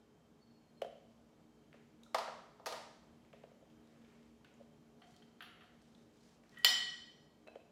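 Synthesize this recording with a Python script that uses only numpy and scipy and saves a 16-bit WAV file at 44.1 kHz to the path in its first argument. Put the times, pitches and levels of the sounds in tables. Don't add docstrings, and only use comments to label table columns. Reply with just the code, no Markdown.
import sys
import numpy as np
from scipy import signal
from scipy.io import wavfile
from scipy.ndimage import uniform_filter1d

SR = 44100
rng = np.random.default_rng(int(sys.argv[2]) if len(sys.argv) > 2 else 0)


def digitize_waveform(pressure):
    field = np.atleast_2d(pressure).T
    bounded = np.clip(field, -1, 1)
    quanta = np.round(bounded * 32767).astype(np.int16)
    wavfile.write(sys.argv[1], SR, quanta)


def elevation(decibels):
    levels = np.asarray(decibels, float)
    return 10 ** (levels / 20)


N = 340011

# frequency in Hz, level in dB per Hz.
AIR_COLOUR = [(22, -55.5), (40, -29.5), (58, -11), (110, -10.5), (180, -4.5), (260, -9), (450, -11),
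              (700, -15), (1000, -20), (2000, -28), (4000, -31.5), (7600, -35), (8600, -40.5), (14000, -44),
              (16000, -57.5)]
# time in seconds, level in dB.
AIR_SWELL = [(0, -2), (3.2, 0), (7.71, -1)]
# frequency in Hz, width of the fuzz in Hz, level in dB, steady share from 0 to 1.
FRIDGE_TONES = [(60, 6, -85, .4), (150, 8, -80, .3), (231, 14, -69, .85), (309, 10, -77, .6),
                (419, 10, -77, .6), (2250, 60, -94, .1), (3140, 45, -90, .4)]
# start in seconds, length in seconds, first pitch in Hz, top level in dB.
SQUEAK_SLIPS = [
    (.4, 0.33, 4465, -78.5),
    (0.739, 0.093, 4260, -80),
]
# start in seconds, length in seconds, top level in dB,
# brightness as high band minus low band in dB.
CLOTH_STROKES = [
    (1.003, 0.22, -95, 10),
    (3.8, 0.53, -74, -12),
    (4.498, .2, -84, -3),
    (4.984, 0.23, -81, 5.5),
    (5.699, 0.45, -80.5, 0),
    (6.119, .28, -75.5, 3),
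    (6.419, 0.22, -73, -6),
]

# start in seconds, peak in dB, hardness in dB per octave above 1 kHz, # crack against the ring in dB.
BOWL_BLOWS = [(.8175, -26.5, 1, -15), (.833, -47, -2, -3), (.845, -34, -1, -17), (.863, -46, 1, -14),
              (1.741, -50, -5, -4), (3.333, -47.5, -8, -10), (3.436, -43, -3.5, -10), (3.513, -58, 0, -15),
              (3.623, -53.5, -3, -14), (4.6, -54, -4, -22), (4.607, -48, -5, -29), (7.555, -39, -2, -14)]
LID_BLOWS = [
    (2.1452, -19.5, -0.5, -4.5),
    (2.184, -31.5, 0, -1),
    (2.278, -35.5, -7, 8),
]
LID_SETTLES = [
    (2.596, -47, -2, -14),
    (2.6595, -34, 1.5, 4),
    (2.666, -28.5, 2.5, -2),
    (2.724, -34, 1.5, 2),
    (2.74, -40.5, -3, -17),
    (3.029, -60, 2, -11),
]
JAR_NUDGES = [
    (5.018, -51.5, -2.5, -4),
    (5.04, -57, -4, -8),
    (5.14, -59, 3, -8),
    (5.222, -57.5, 1, -3),
]
HANDLE_BLOWS = [
    (5.4062, -38, -2.4, 7.5),
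    (5.423, -42.5, 2, 7),
    (5.608, -53, -3, 5),
    (5.62, -55, -5.5, 6),
    (5.634, -57, -3, -12),
]
BOTTLE_GRAZES = [
    (6.524, -65, 0, -12),
    (6.545, -57.5, -1, -2.5),
    (6.562, -58, -3.5, -5.5),
    (6.571, -45, 0, -13.5),
]
BOTTLE_BLOWS = [
    (6.634, -49.5, -4, -10.5),
    (6.646, -9, -1.1, -4),
]
SPATULA_BLOWS = [
    (7.469, -50.5, -8, -13),
    (7.474, -48, 0.5, -5),
    (7.482, -44, -5.5, -17),
    (7.602, -58, -2, -10.5),
]

# frequency in Hz, level in dB, time to fall 60 dB in seconds.
BOWL_MODES = [(490, -1, .024), (560, 0, .03), (630, -3, .024), (3080, -19, .01)]
LID_MODES = [(560, -5, .016), (660, 0, .018), (800, -2, .016), (1150, -4, .01)]
JAR_LOW_MODES = [(716, 0, .14), (1940, -5, .07), (3122, -2, .07), (4339, -6, .08)]
HANDLE_MODES = [(716, -9, .16), (1330, -7, .02), (1534, -4, .03), (1930, -8, .06), (2584, -4, .02),
                (3122, -7, .07), (4339, -13, .08), (5750, -19, .04), (11140, -5, .01), (13550, -11, .01)]
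BOTTLE_LOW_MODES = [(1918, 0, .25), (3055, -9, .06)]
SPATULA_MODES = [(480, -2, .025), (600, 0, .02), (1500, -8, .01), (2600, -9, .025), (4000, -15, .018),
                 (8700, -30, .008)]
BOTTLE_HZ = [726, 1373, 1912, 1922, 2410, 3012, 3055, 3215, 3620, 4255, 4338, 5058, 5214, 5250, 5771, 7180,
             7381, 9873, 12010, 14350]
# level in dB, time to fall 60 dB in seconds.
BOTTLE_RINGS = [(-30.5, 0.15), (-31, 0.2), (-19, 0.45), (-12, .2), (-24, 0.13), (-14, .15), (-3, .16),
                (-9, 0.061), (-6, 0.012), (-18.5, .15), (-10, 0.21), (-14, 0.16), (-15.5, 0.1),
                (-18.5, .15), (-20, 0.31), (-15, 0.1), (-21, 0.15), (-28, .12), (-25.5, .04), (-10, .025)]

# frequency in Hz, level in dB per Hz.
BOWL_CRACK = [(300, -3), (600, 0), (1500, -3.5), (3000, -7), (6000, -18.5), (15000, -32)]
LID_CRACK = [(250, -51), (420, -8.5), (650, -2.5), (1200, -5.5), (1700, -7.5), (2500, -13), (4700, -12.5),
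             (8000, -25), (12000, -29.5), (16000, -37)]
HANDLE_CRACK = [(290, -30.5), (500, -16.5), (714, -13.5), (909, -17.5), (1300, 2), (2330, -7), (3090, -0.5),
                (4740, -19), (8490, -37), (11100, -25), (15000, -37.5)]
BOTTLE_CRACK = [(200, -28), (500, -23), (1000, -18), (2000, -15.5), (2600, -12.5), (3500, -3.5), (5000, -7),
                (6500, -21.5), (8000, -19), (10500, -25), (12500, -25), (14300, -15.5), (16000, -28)]

# start in seconds, peak in dB, centre in Hz.
TICKS = [(1.729, -51, 1800), (1.748, -66, 4000), (2.034, -53, 5670), (3.1, -67, 1200), (3.249, -64.5, 2090),
         (3.33, -52, 2070), (3.701, -62, 2600), (3.873, -62, 3500), (4.048, -60, 2000), (4.23, -63, 2700),
         (4.4463, -53, 2300), (4.708, -73, 2980), (5.109, -64, 6460), (5.164, -56, 4000),
         (5.818, -58.5, 3900), (6.437, -59.5, 1593), (6.494, -59, 4350), (6.586, -49, 7400)]
# start in seconds, peak in dB, centre in Hz.
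PINGS = [
    (2.034, -57.5, 3820),
    (2.062, -61, 1310),
    (2.147, -47, 4900),
    (4.449, -58.5, 1480),
    (4.54, -67, 6900),
    (5.823, -68, 8060),
    (5.949, -59.5, 3700),
    (6.588, -68, 12600),
]
# frequency in Hz, time to fall 60 dB in seconds.
ROOM_DECAY = [(200, 0.57), (500, 0.61), (1500, 0.77), (4000, 0.72), (8000, 0.68), (14000, 0.28)]


def evened(x):
    return x / np.sqrt(np.mean(x ** 2) + 1e-30)


def read(points, hz):
    f, value = np.transpose(points)
    return np.interp(np.log(hz + 1), np.log(f + 1), value)


def add(mix, s, sound):
    part = mix[round(s * SR):][:len(sound)]
    part += sound[:len(part)]


def resonate(x, hz, width):
    turn = np.exp(2j * np.pi * np.cumsum(hz * np.ones(len(x))) / SR)
    r = np.exp(-np.pi * width / SR)
    smooth = signal.lfilter([1 - r], [1, -r], x / turn)
    return 2 * (turn * smooth).real


def band(x, lo_hz, hi_hz):
    return signal.sosfilt(signal.butter(2, [lo_hz, hi_hz], "bandpass", fs=SR, output="sos"), x)


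def bassless(x, cut_hz):
    return signal.sosfilt(signal.butter(3, cut_hz, "highpass", fs=SR, output="sos"), x)


def fridge_hum():
    out = np.zeros(N)
    for hz, width, db, steady in FRIDGE_TONES:
        fuzz = resonate(rng.standard_normal(N), hz, width)
        fuzz = evened(resonate(fuzz, hz, width))
        tone = np.sqrt(2) * np.sin(2 * np.pi * (hz * np.arange(N) / SR + rng.random()))
        out += elevation(db) * (steady * tone + np.sqrt(1 - min(steady, 1) ** 2) * fuzz)
    return out


def air():
    frames, hz = N // 512 + 5, np.fft.rfftfreq(2048, 1 / SR)
    a, b, patches = rng.standard_normal((frames, 1025, 3)).T
    patches = uniform_filter1d(patches, 20, 0)
    patches = evened(uniform_filter1d(patches, 6, 1))
    spectrum = (a + 1j * b) * elevation(read(AIR_COLOUR, hz)[:, None] + patches)
    noise = signal.istft(spectrum, nperseg=2048, noverlap=1536)[1]
    tone = elevation(-67.5) * evened(noise[:N]) + fridge_hum()
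    return tone * elevation(np.interp(np.arange(N) / SR, *np.transpose(AIR_SWELL)))


def squeak():
    rise_s, sag_hz_per_s, fade_db_per_s = 0.025, 720, 32
    out = np.zeros(N)
    for s, length, hz, top_db in SQUEAK_SLIPS:
        t = np.arange(0, length, 1 / SR)
        whistle = evened(resonate(rng.standard_normal(len(t)), hz - sag_hz_per_s * t, 25))
        edges = np.minimum(np.minimum(t, length - t) / rise_s, 1)
        add(out, s, elevation(top_db - fade_db_per_s * t) * edges * whistle)
    return out


def click(colour, tilt_db):
    hz = abs(np.fft.fftfreq(2048, 1 / SR))
    gain_db = read(colour, hz) + tilt_db * np.log2(np.maximum(hz, 1000) / 1000)
    log_gain = np.log(elevation(gain_db))
    pulse = np.fft.ifft(np.exp(np.conj(signal.hilbert(log_gain)))).real[:1024]
    return pulse / np.linalg.norm(pulse)


def flutter_of(count, t, depth):
    rock_s = 0.017
    rock = uniform_filter1d(rng.standard_normal((2, count, len(t))), round(rock_s * SR))
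    wander = evened(rock[0]) + 1j * evened(rock[1])
    return 1 + depth * np.minimum(t / rock_s, 1) * wander


def struck(blows, modes, colour, rise_s, crack_s, lag_s, room_db, cut_hz=390, flutter=0.26):
    hz, db, t60 = np.transpose(modes)[:, :, None]
    t = np.arange(2048 + round(t60.max() * SR)) / SR
    near, far = np.zeros(N), np.zeros(N)
    for s, peak_db, tilt_db, crack_db in blows:
        spot_db = 1.53 * rng.standard_normal(hz.shape) + tilt_db * np.log2(np.maximum(hz, 1000) / 1000)
        swell = (1 - np.exp(-t * hz / 1000 / rise_s)) ** 2
        tones = (flutter_of(len(hz), t, flutter) * np.exp(2j * np.pi * hz * t)).imag
        ring = (elevation(db + spot_db - 60 * t / t60) * swell * tones).sum(0)
        ring = np.roll(ring, round(lag_s * SR))
        chatter = rng.standard_normal(2048) * np.exp(-t[:2048] / crack_s)
        pulse = np.pad(click(colour, tilt_db), (0, len(t) - 1024))
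        crack = signal.fftconvolve(chatter, pulse)[:len(t)]
        size = elevation(crack_db) * np.linalg.norm(ring)
        heard = ring + size * crack / np.linalg.norm(crack)
        gain = elevation(peak_db) / abs(heard).max()
        add(near, s, gain * heard)
        add(far, s, gain * elevation(room_db) * (ring + size * pulse))
    return bassless(np.array([near, far]), cut_hz)


def bowl():
    return struck(BOWL_BLOWS, BOWL_MODES, BOWL_CRACK,
                  rise_s=0.0019, crack_s=0.0054, lag_s=0.001957, room_db=-9.2)


def rustle():
    out = np.zeros(N)
    for s, length, top_db, bright_db in CLOTH_STROKES:
        u = np.linspace(0, 1, round(length * SR))
        clumps = elevation(1.6 * evened(uniform_filter1d(rng.standard_normal(len(u)), 300)))
        slips = clumps * rng.standard_normal(len(u))
        cloth = evened(band(slips, 770, 2900)) + elevation(bright_db) * evened(band(slips, 2100, 6400))
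        stroke_db = top_db + np.interp(u, [0, 0.61, 1], [-10.5, 0, -10.5])
        add(out, s, elevation(stroke_db) * cloth * signal.windows.tukey(len(u), .15))
    return out


def puffs(rows, share, room_db):
    out, t = np.zeros((2, N)), np.arange(900) / SR
    for s, peak_db, hz in rows:
        width = share * hz
        puff = rng.standard_normal(len(t)) * np.exp(-t / 0.0016)
        impulse = 1. * (t == 0)
        tick = resonate(resonate(puff, hz, width), hz, width)
        plain = resonate(resonate(impulse, hz, width), hz, width)
        gain = elevation(peak_db) / abs(tick).max()
        add(out[0], s, gain * tick)
        add(out[1], s, gain * elevation(room_db) * np.linalg.norm(tick) / np.linalg.norm(plain) * plain)
    return out


def ticks():
    return puffs(TICKS, share=0.97, room_db=0)


def pings():
    return puffs(PINGS, share=0.17, room_db=-4.5)


def lid():
    put_down = struck(LID_BLOWS, LID_MODES, LID_CRACK,
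                      rise_s=0.0019, crack_s=0.0069, lag_s=0.0011, room_db=-3.0, cut_hz=440)
    drops_flat = struck(LID_SETTLES, LID_MODES, LID_CRACK,
                        rise_s=0.0014, crack_s=0.0052, lag_s=0.0011, room_db=0.3, cut_hz=200)
    return put_down + drops_flat


def jar_nudge():
    return struck(JAR_NUDGES, JAR_LOW_MODES, HANDLE_CRACK,
                  rise_s=0.00052, crack_s=0.008, lag_s=.0003, room_db=-2.5, flutter=.9)


def handle():
    return struck(HANDLE_BLOWS, HANDLE_MODES, HANDLE_CRACK,
                  rise_s=0.00039, crack_s=0.006, lag_s=.0002, room_db=0.)


def bottle_graze():
    return struck(BOTTLE_GRAZES, BOTTLE_LOW_MODES, HANDLE_CRACK,
                  rise_s=0.0029, crack_s=.008, lag_s=.0003, room_db=1.5)


def bottle():
    modes = np.column_stack([BOTTLE_HZ, BOTTLE_RINGS])
    return struck(BOTTLE_BLOWS, modes, BOTTLE_CRACK,
                  rise_s=0.0005, crack_s=0.0041, lag_s=.0002, room_db=-2.5, cut_hz=270, flutter=.8)


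def spatula():
    return struck(SPATULA_BLOWS, SPATULA_MODES, BOWL_CRACK,
                  rise_s=0.00078, crack_s=0.0038, lag_s=.0005, room_db=-4.5)


def kitchen(x):
    taps = np.zeros(SR)
    at = np.arange(60, SR - 10, 10)
    taps[at + rng.integers(0, 10, len(at))] = rng.choice([-1., 1.], len(at))
    hz, t, z = signal.stft(taps, SR, nperseg=256)
    decay = elevation(-60 * t / read(ROOM_DECAY, hz)[:, None])
    tail = signal.istft(z * decay, SR, nperseg=256)[1][:SR]
    tail *= 1 - np.exp(-np.arange(SR) / SR / 0.0045)
    return signal.fftconvolve(x, tail / np.linalg.norm(tail))[:N]


def scene():
    near, far = (bowl() + ticks() + pings() + lid() + jar_nudge() + handle()
                 + bottle_graze() + bottle() + spatula())
    return (air() + squeak() + near + rustle() + kitchen(far))[None]


def low_pass(x):
    return signal.sosfilt(signal.butter(12, 16720, fs=SR, output="sos"), x)


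def record(dry):
    edge_hz = 16500
    limited = signal.oaconvolve(dry, signal.firwin(255, edge_hz, fs=SR)[None], "same")
    return low_pass(limited)


dry = scene()
out = record(dry)
digitize_waveform(out)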